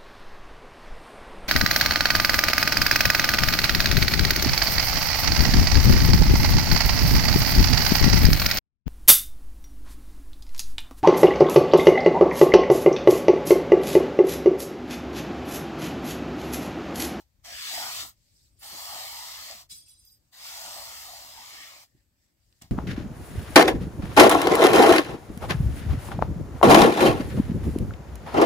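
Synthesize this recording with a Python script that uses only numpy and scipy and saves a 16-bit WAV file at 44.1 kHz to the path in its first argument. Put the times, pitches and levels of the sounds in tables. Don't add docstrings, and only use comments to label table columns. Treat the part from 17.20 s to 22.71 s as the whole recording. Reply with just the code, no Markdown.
import sys
import numpy as np
from scipy import signal
from scipy.fft import rfft, irfft
from scipy.io import wavfile
from scipy.ndimage import uniform_filter1d

SR = 44100
rng = np.random.default_rng(int(sys.argv[2]) if len(sys.argv) > 2 else 0)


def master(y):
    cut = np.clip(np.atleast_2d(y).T, -1, 1)
    pcm = np.round(cut * 32767)
    wavfile.write(sys.argv[1], SR, pcm.astype(np.int16))


N = 242991
HOP, SIZE = 128, 512
HZ = np.fft.rfftfreq(SIZE, 1 / SR)[:, None]


def gain_of(db):
    return 10 ** (np.asarray(db) / 20)


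def evened(x, axis=None):
    return x / np.sqrt(np.mean(x ** 2, axis, keepdims=True) + 1e-20)


def read(points, hz):
    f, value = np.transpose(points)
    return np.interp(np.log(hz + 1), np.log(f + 1), value)


def add(mix, s, sound):
    part = mix[:, round(s * SR):][:, :sound.shape[1]]
    part += sound[:, :part.shape[1]]


def bell(hz, centre_hz, octaves):
    return np.exp(-.5 * (np.log2((hz + 1) / centre_hz) / octaves) ** 2)


def swell(t, top_s, rise_s, fall_s):
    return np.exp(-.5 * ((t - top_s) / np.where(t < top_s, rise_s, fall_s)) ** 2)


def patches(shape, bins, frames):
    wide = uniform_filter1d(rng.standard_normal(shape), size=bins, axis=0)
    return evened(uniform_filter1d(wide, size=frames, axis=1))


# (frequency [Hz], level [dB])
LEFT = [(450, -11), (650, 6), (950, 1.5), (1450, -1), (1850, 0), (2250, -3), (3300, 1.6), (5000, 4),
        (5900, -2.5), (8000, 3), (9000, -13), (10200, -11.5), (12500, -8.5), (15500, -6)]
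RIGHT = [(450, -10.5), (650, 2.8), (950, 1), (1650, -4.5), (2200, 1), (3200, -6), (4800, 4), (6800, -4),
         (8100, -0.1), (9600, -7), (11400, -6.5), (12900, -0.3), (14500, -4.5), (15500, -6.5)]


def ports(hz):
    return gain_of([read(LEFT, hz), read(RIGHT, hz)])


def heard(shape):
    both = shape * ports(HZ)
    return both / np.sqrt(np.mean(both ** 2, (0, 1), keepdims=True))


# (frequency [Hz], likeness [0 to 1])
SAME = [(300, .9), (900, .93), (1500, .7), (2200, .7), (3600, .35), (5000, .55), (6500, .3), (8400, .5),
        (11000, .3)]
# (frequency [Hz], lead [radians])
LEAD = [(0, 0.45), (1000, 1.14), (1500, 1.9), (1900, 0.04), (2500, 3.5), (4000, 9.5), (5200, 10.17),
        (8300, 16.87), (16000, 28.7)]


def pair(z):
    same = np.clip(read(SAME, HZ), 0, 1)
    late = np.exp(-1j * np.interp(HZ, *np.transpose(LEAD)))
    return np.array([z[0], same * late * z[0] + np.sqrt(1 - same ** 2) * z[1]])


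def grains(n, per_s, spread_db, hiss):
    size = gain_of(spread_db * np.minimum(rng.exponential(1, (2, n)), 5))
    size = size * rng.choice([-1, 1], (2, n))
    clicks = evened(size * (rng.random((2, n)) < per_s / SR))
    x = clicks + hiss * rng.standard_normal((2, n))
    return signal.stft(evened(x), nperseg=SIZE, noverlap=SIZE - HOP)[2]


# (frequency [Hz], relative level [dB per Hz])
AIR = [(76, -17.5), (130, -13.5), (206, -12), (263, -14), (321, -14), (443, -24), (586, -19), (635, -23.5),
       (1260, -27.5), (2390, -26), (2920, -28), (3430, -29.5), (15800, -22.5)]
AIR_DB = -74.5
# (frequency [Hz], likeness [0 to 1])
AIR_SAME = [(60, .94), (250, 0.68), (700, 0.21), (1400, .1)]
# (frequency [Hz], left minus right [dB])
AIR_BALANCE = [(50, 6), (125, 6.5), (250, 0.5), (500, -1)]
# (time [s], level [dB])
RUMBLE = [(0.0, -65), (0.07, -74), (0.35, -59.5), (0.46, -73), (0.64, -57), (0.72, -68.5), (0.81, -58),
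          (0.95, -71), (1.41, -66.5), (2.52, -66.5), (3.13, -76), (3.56, -64.5), (4.16, -68), (4.68, -78.5),
          (4.74, -68), (5.11, -84), (5.27, -70), (5.405, -77), (5.435, -58), (5.51, -64)]
# (frequency [Hz], relative level [dB per Hz])
RUMBLE_TONE = [(12, -60), (20, -17), (43, -2), (59, 4), (124, -3.5), (170, -18.5), (220, -39), (370, -120)]
HUM_HZ, HUM_SHARE = 60.6, 0.43


def air():
    hz, frames = np.fft.rfftfreq(4096, 1 / SR)[:, None], N // 1024 + 5
    a, b, c, d = rng.standard_normal((frames, len(hz), 4)).T
    same, left = np.clip(read(AIR_SAME, hz), 0, 1), a + 1j * b
    z = np.array([left, same * left + np.sqrt(1 - same ** 2) * (c + 1j * d)])
    left_gain, right_gain = ports(hz)
    side = np.sqrt(left_gain / right_gain) * gain_of(read(AIR_BALANCE, hz) / 2)
    z *= np.array([side, 1 / side])
    hiss = gain_of(read(AIR, hz) + 1.85 * patches(left.shape, bins=40, frames=3))
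    hiss *= ports(np.maximum(hz, 4000)).mean(0)
    rumble = gain_of(read(RUMBLE_TONE, hz)) + HUM_SHARE / (1 + ((hz - HUM_HZ) / 7) ** 2)
    rumble_db = np.interp(np.arange(N) / SR, *np.transpose(RUMBLE))
    mix = 0
    for db, colour in ((AIR_DB, hiss), (rumble_db, rumble)):
        layer = signal.istft(z * colour, nperseg=4096, noverlap=3072)[1][:, :N]
        mix = mix + gain_of(db) * evened(layer)
    return mix


# (loudest time [s], level [dB], rise [s], fall [s], low scuff relative to the crackle [dB])
RUSTLES = [(1.05, -75.5, .12, .1, -20), (1.22, -67, 0.14, 0.066, -34), (1.388, -69, 0.019, 0.025, -39),
           (2.95, -75, 0.039, 0.033, -30), (3.075, -78, 0.059, .03, -20), (4.7, -76, 0.026, 0.025, -6),
           (4.78, -75, 0.037, 0.031, -4), (5.046, -76, 0.058, 0.046, -9), (5.259, -76, .05, .15, -15),
           (5.41, -75, 0.065, .02, -14)]


def rustle(top_s, db, rise_s, fall_s, scuff_db):
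    z = grains(SR, per_s=1100, spread_db=2.0, hiss=1.2)
    crackle = heard(bell(HZ, 5670, 1.0) + .5 * bell(HZ, 9000, 0.75))
    scuff = gain_of(scuff_db) * heard(bell(HZ, 1800, 0.14))
    shape = (crackle + scuff) * gain_of(2.7 * patches(z.shape[1:], bins=12, frames=12))
    x = signal.istft(z * shape, nperseg=SIZE, noverlap=SIZE - HOP)[1][:, :SR]
    return top_s - .5, x * gain_of(db) * swell(np.arange(SR) / SR, 0.503, rise_s, fall_s)


def burst(s, db, t60, shape, apart):
    t = np.arange(SR // 4) / SR
    x = rng.standard_normal((1, len(t))) + apart * rng.standard_normal((2, len(t)))
    x = evened(irfft(rfft(x) * shape(np.fft.rfftfreq(len(t), 1 / SR)), len(t)))
    onset = np.minimum(t / (.03 * t60), 1)
    return s, gain_of(db - 60 * t / t60) * x * onset


# (time [s], level the decay starts from [dB], time to fall 60 dB [s])
THUMPS = [(1.53, -56, 0.051), (2.346, -60, 0.13), (2.51, -62.5, 0.17), (4.749, -56.5, 0.1),
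          (5.414, -49.5, 0.11), (5.437, -57.5, 0.25), (5.448, -65, 0.077)]


def thump(s, db, t60):
    return burst(s, db, t60, lambda f: bell(f, 148, 0.72), apart=0.51)


# (time [s], level the decay starts from [dB], centre [Hz], time to fall 60 dB [s])
SNAPS = [(2.312, -29.5, 5800, 0.0077), (5.3263, -54, 3630, 0.01), (5.4206, -37, 7840, 0.014)]


def snap(s, db, centre_hz, t60):
    return burst(s, db, t60, lambda f: ports(f) * bell(f, centre_hz, 0.45), apart=1.6)


# (time [s], level before ring and hiss are blended [dB],
# length scale of the chatter [s], centre [Hz], favoured mode [Hz], ring time factor of that mode)
TINKLES = [(1.313, -78, .01, 8500, 8274, 0.55), (1.384, -63.5, .01, 9180, 9544, .5),
           (1.387, -67, 0.0093, 11000, 13845, .5), (1.457, -53, 0.0078, 9150, 9544, 0.25),
           (2.486, -43.5, 0.038, 8400, 8600, 0.2), (2.507, -62, 0.017, 4230, 4586, 0.3),
           (2.501, -59, 0.024, 2440, 2290, 0.85), (2.502, -55, 0.014, 3630, 3500, 1.7),
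           (2.54, -48.5, 0.029, 8050, 8274, 0.33), (2.558, -56.5, 0.056, 5500, 5130, 1.9),
           (2.635, -57, 0.068, 5600, 4100, 1.8), (2.672, -59, 0.02, 11200, 9377, 0.62),
           (2.677, -65, 0.13, 5800, 8274, 0.88), (2.787, -63, 0.0072, 10300, 9900, 0.54),
           (2.788, -61.5, 0.082, 5970, 5020, 3.5), (2.849, -60.5, 0.006, 11800, 13800, 5.4),
           (2.912, -65, 0.01, 8700, 8274, 1)]
# (frequency [Hz], relative level [dB], time to fall 60 dB before the ring time factor [s])
STEEL = [(2290, -9, 0.1), (2650, -12, 0.1), (3332, -11, 0.25), (3418, -7, 0.25), (3929, -5, 0.25),
         (4231, -11, 0.25), (4586, -7, 0.25), (4936, 0, 0.25), (5044, -2, 0.25), (5302, -11, 0.25),
         (5722, -5, 0.25), (5840, -10, 0.25), (5953, -11, 0.25), (6120, -8, 0.25), (6745, -11, 0.25),
         (7100, -10, 0.25), (7332, -6, 0.25), (7671, -10, 0.25), (8274, -1, 0.25), (8650, -12, 0.25),
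         (8801, -4, 0.25), (9377, -9, 0.25), (9544, -6, 0.25), (9733, -8, 0.25), (10276, -7, 0.25),
         (10524, -8, 0.25), (10858, -11, 0.25), (11084, -12, 0.25), (12796, -13, 0.25), (13571, -13, 0.25),
         (13845, -2, 0.25)]
TICK_OCTAVES, RATTLE_OCTAVES = 0.18, 0.94
RATTLE_S = 0.023
OTHERS_RING = 0.74
GRIP_S = 2.95


def tinkle(s, db, length, centre_hz, favoured_hz, ring_time):
    weak = rng.uniform((2200, -18, .12), (15700, -11, .22), (14, 3))
    hz, mode_db, t60 = np.vstack([STEEL, weak]).T[:, :, None]
    octaves = TICK_OCTAVES + (RATTLE_OCTAVES - TICK_OCTAVES) / (1 + (RATTLE_S / length) ** 10)
    t = np.arange(SR // 3) / SR
    chatter = (t / length) ** 3 * np.exp(-4 * t / length)

    strength = gain_of(mode_db) * (bell(hz, centre_hz, octaves) + 0.9 * bell(hz, favoured_hz, 0.011))
    struck = rng.random((len(hz), len(t))) < 900 / SR
    pings = chatter * rng.standard_normal((len(hz), len(t))) * struck
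    ring_factor = OTHERS_RING + (ring_time - OTHERS_RING) * bell(hz, favoured_hz, 0.085)
    one_ping = gain_of(-60 * t / (t60 * ring_factor)) * np.exp(2j * np.pi * hz * t)
    modes = signal.fftconvolve(pings, one_ping, axes=1)[:, :len(t)]
    flicker = uniform_filter1d(uniform_filter1d(rng.standard_normal(modes.shape), size=500), size=300)
    modes *= strength / (abs(modes).max(1, keepdims=True) + 1e-9)
    modes *= gain_of(4.0 * evened(flicker))

    left, right = ports(hz)
    phases = np.exp(2j * np.pi * rng.random((2, len(hz), 1)))
    sides = np.sqrt([left / right, right / left]) * phases
    grip = gain_of(-450 * np.maximum(s + t - GRIP_S, 0))
    rung = (sides * modes).sum(1).real * grip

    f = np.fft.rfftfreq(len(t), 1 / SR)
    scrape = rfft(chatter * rng.standard_normal((2, len(t))))
    hissed = irfft(scrape * ports(f) * bell(f, centre_hz, 1.6 * octaves), len(t))
    hiss = np.clip(.16 + (db + 60) / 80, .1, .36)
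    head = round((length + 0.05) * SR)
    mix = sum(w * x / x[:, :head].std() for w, x in ((1 - hiss, rung), (hiss, hissed)))
    return s, gain_of(db) * mix


# (time [s], level of the grit [dB],
# low blade band relative to the grit [dB], treble tilt before the ports colour it [dB per octave])
STROKES = [
    [(0.0, -55, -8, 2.5), (0.085, -93, -13, -4)],
    [(0.225, -86, -9, 4), (0.249, -45.5, -15, -2), (0.395, -38, -35, -4), (0.557, -32.5, -22, -1.5),
     (0.709, -36.5, -18.5, -0.5), (0.811, -34, -24.5, -1), (0.857, -42.5, -13, 1.5), (0.895, -46.5, -27, 3),
     (0.96, -83, -4, 0)],
    [(1.39, -70.5, -33, 0.5), (1.432, -44, -12, 1), (1.524, -41.5, -19.5, 0.5), (1.62, -39, -9, 1),
     (1.8, -37.5, -12.5, 0), (1.966, -40, -18.5, 0), (2.114, -40.5, -19.5, -1), (2.3, -42, -14, -1.5),
     (2.42, -49.5, -14, 0.5), (2.47, -72, -10, 1)],
    [(3.11, -82, -15, 4), (3.132, -54, -14, -1), (3.268, -40, -14.5, 0), (3.58, -40, -11.5, 0.5),
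     (3.822, -42, -14.5, 0.5), (4.05, -46.5, -10.5, 0), (4.264, -45.5, -19.5, -1.5), (4.44, -45, -13.5, -3),
     (4.636, -52.5, -11, 0), (4.7, -85, -21, 2)],
    [(5.413, -60, -9, -3), (5.421, -48.5, -14.5, -2), (5.439, -57, -6, -2), (5.51, -73.5, -12, 0.5)],
]
# (time [s], rise and fall [s],
# hum relative to the grit [dB], hum centre [Hz], low drag relative to the grit [dB])
DIGS = [(0.3, 0.037, -13.5, 680, -25.5), (0.427, 0.033, -17.5, 1210, -55), (0.58, 0.045, -9.5, 796, -33),
        (0.635, 0.048, -10.5, 800, -23.5), (0.674, 0.043, -8, 1290, -25.5), (0.854, 0.026, -23, 1060, -23),
        (1.537, 0.022, -16, 633, -16), (1.744, 0.032, -7, 750, -22.5), (1.854, 0.034, -8.5, 730, -33),
        (2.038, 0.12, -11, 960, -34.5), (2.32, 0.019, -6, 690, -28), (3.47, 0.02, -8.5, 870, -24.5),
        (3.58, .04, -17, 740, -27), (3.742, .05, -20, 820, -29), (3.916, 0.043, -10.5, 732, -26),
        (4.046, 0.036, -15, 1080, -22.5), (4.187, 0.034, -5, 914, -26), (4.256, 0.037, -8.5, 1120, -40),
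        (4.374, 0.039, -14, 1120, -20), (4.56, 0.035, -11.5, 680, -25)]
LOW_HZ, UPPER_HZ = 769, 1168
UPPER_DB, DRAG_DB = -15, -33.5


def stroke(rows):
    s, grit_db, low_db, tilt_db = np.transpose(rows)
    n = round((s[-1] - s[0]) * SR)
    z = grains(n, per_s=5000, spread_db=2.0, hiss=1.31)
    t = s[0] + np.arange(z.shape[2]) * HOP / SR

    tilt = gain_of(np.interp(t, s, tilt_db) * np.log2((HZ + 1) / 5000))
    grit = heard(tilt / (1 + (1620 / (HZ + 1)) ** 12))
    low = gain_of(np.interp(t, s, low_db)) * heard(bell(HZ, LOW_HZ, 0.48) + 0.8 * bell(HZ, 800, 0.35))
    upper = gain_of(UPPER_DB) * heard(bell(HZ, UPPER_HZ, 0.2) + 1.2 * bell(HZ, 1313, 0.18))

    body, drag = low ** 2 + upper ** 2, gain_of(DRAG_DB) ** 2
    for at, length, hum_db, hum_hz, drag_db in DIGS:
        dig = swell(t, at, length, length)
        body = body + (dig * gain_of(hum_db) * heard(bell(HZ, hum_hz, 0.2))) ** 2
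        drag = drag + (dig * gain_of(drag_db)) ** 2

    judder = gain_of(0.71 * patches(z.shape[1:], bins=3, frames=9))
    power = grit ** 2 + judder ** 2 * body + drag * heard(bell(HZ, 245, 0.59)) ** 2
    blotch = gain_of(2.63 * patches(z.shape[1:], bins=2, frames=40))
    spectrum = pair(z) * np.sqrt(power) * blotch
    x = signal.istft(spectrum, nperseg=SIZE, noverlap=SIZE - HOP)[1][:, :n]
    return s[0], x * gain_of(np.interp(s[0] + np.arange(n) / SR, s, grit_db))


def scene():
    mix = air()
    for row in RUSTLES:
        add(mix, *rustle(*row))
    for row in THUMPS:
        add(mix, *thump(*row))
    for row in SNAPS:
        add(mix, *snap(*row))
    for row in TINKLES:
        add(mix, *tinkle(*row))
    for rows in STROKES:
        add(mix, *stroke(rows))
    return mix


EDGE_HZ = 15800


def record(dry):
    low_pass = signal.firwin(1023, EDGE_HZ, window=("kaiser", 9), fs=SR)
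    return signal.oaconvolve(dry, low_pass[None], "same")


dry = scene()
out = record(dry)
master(out)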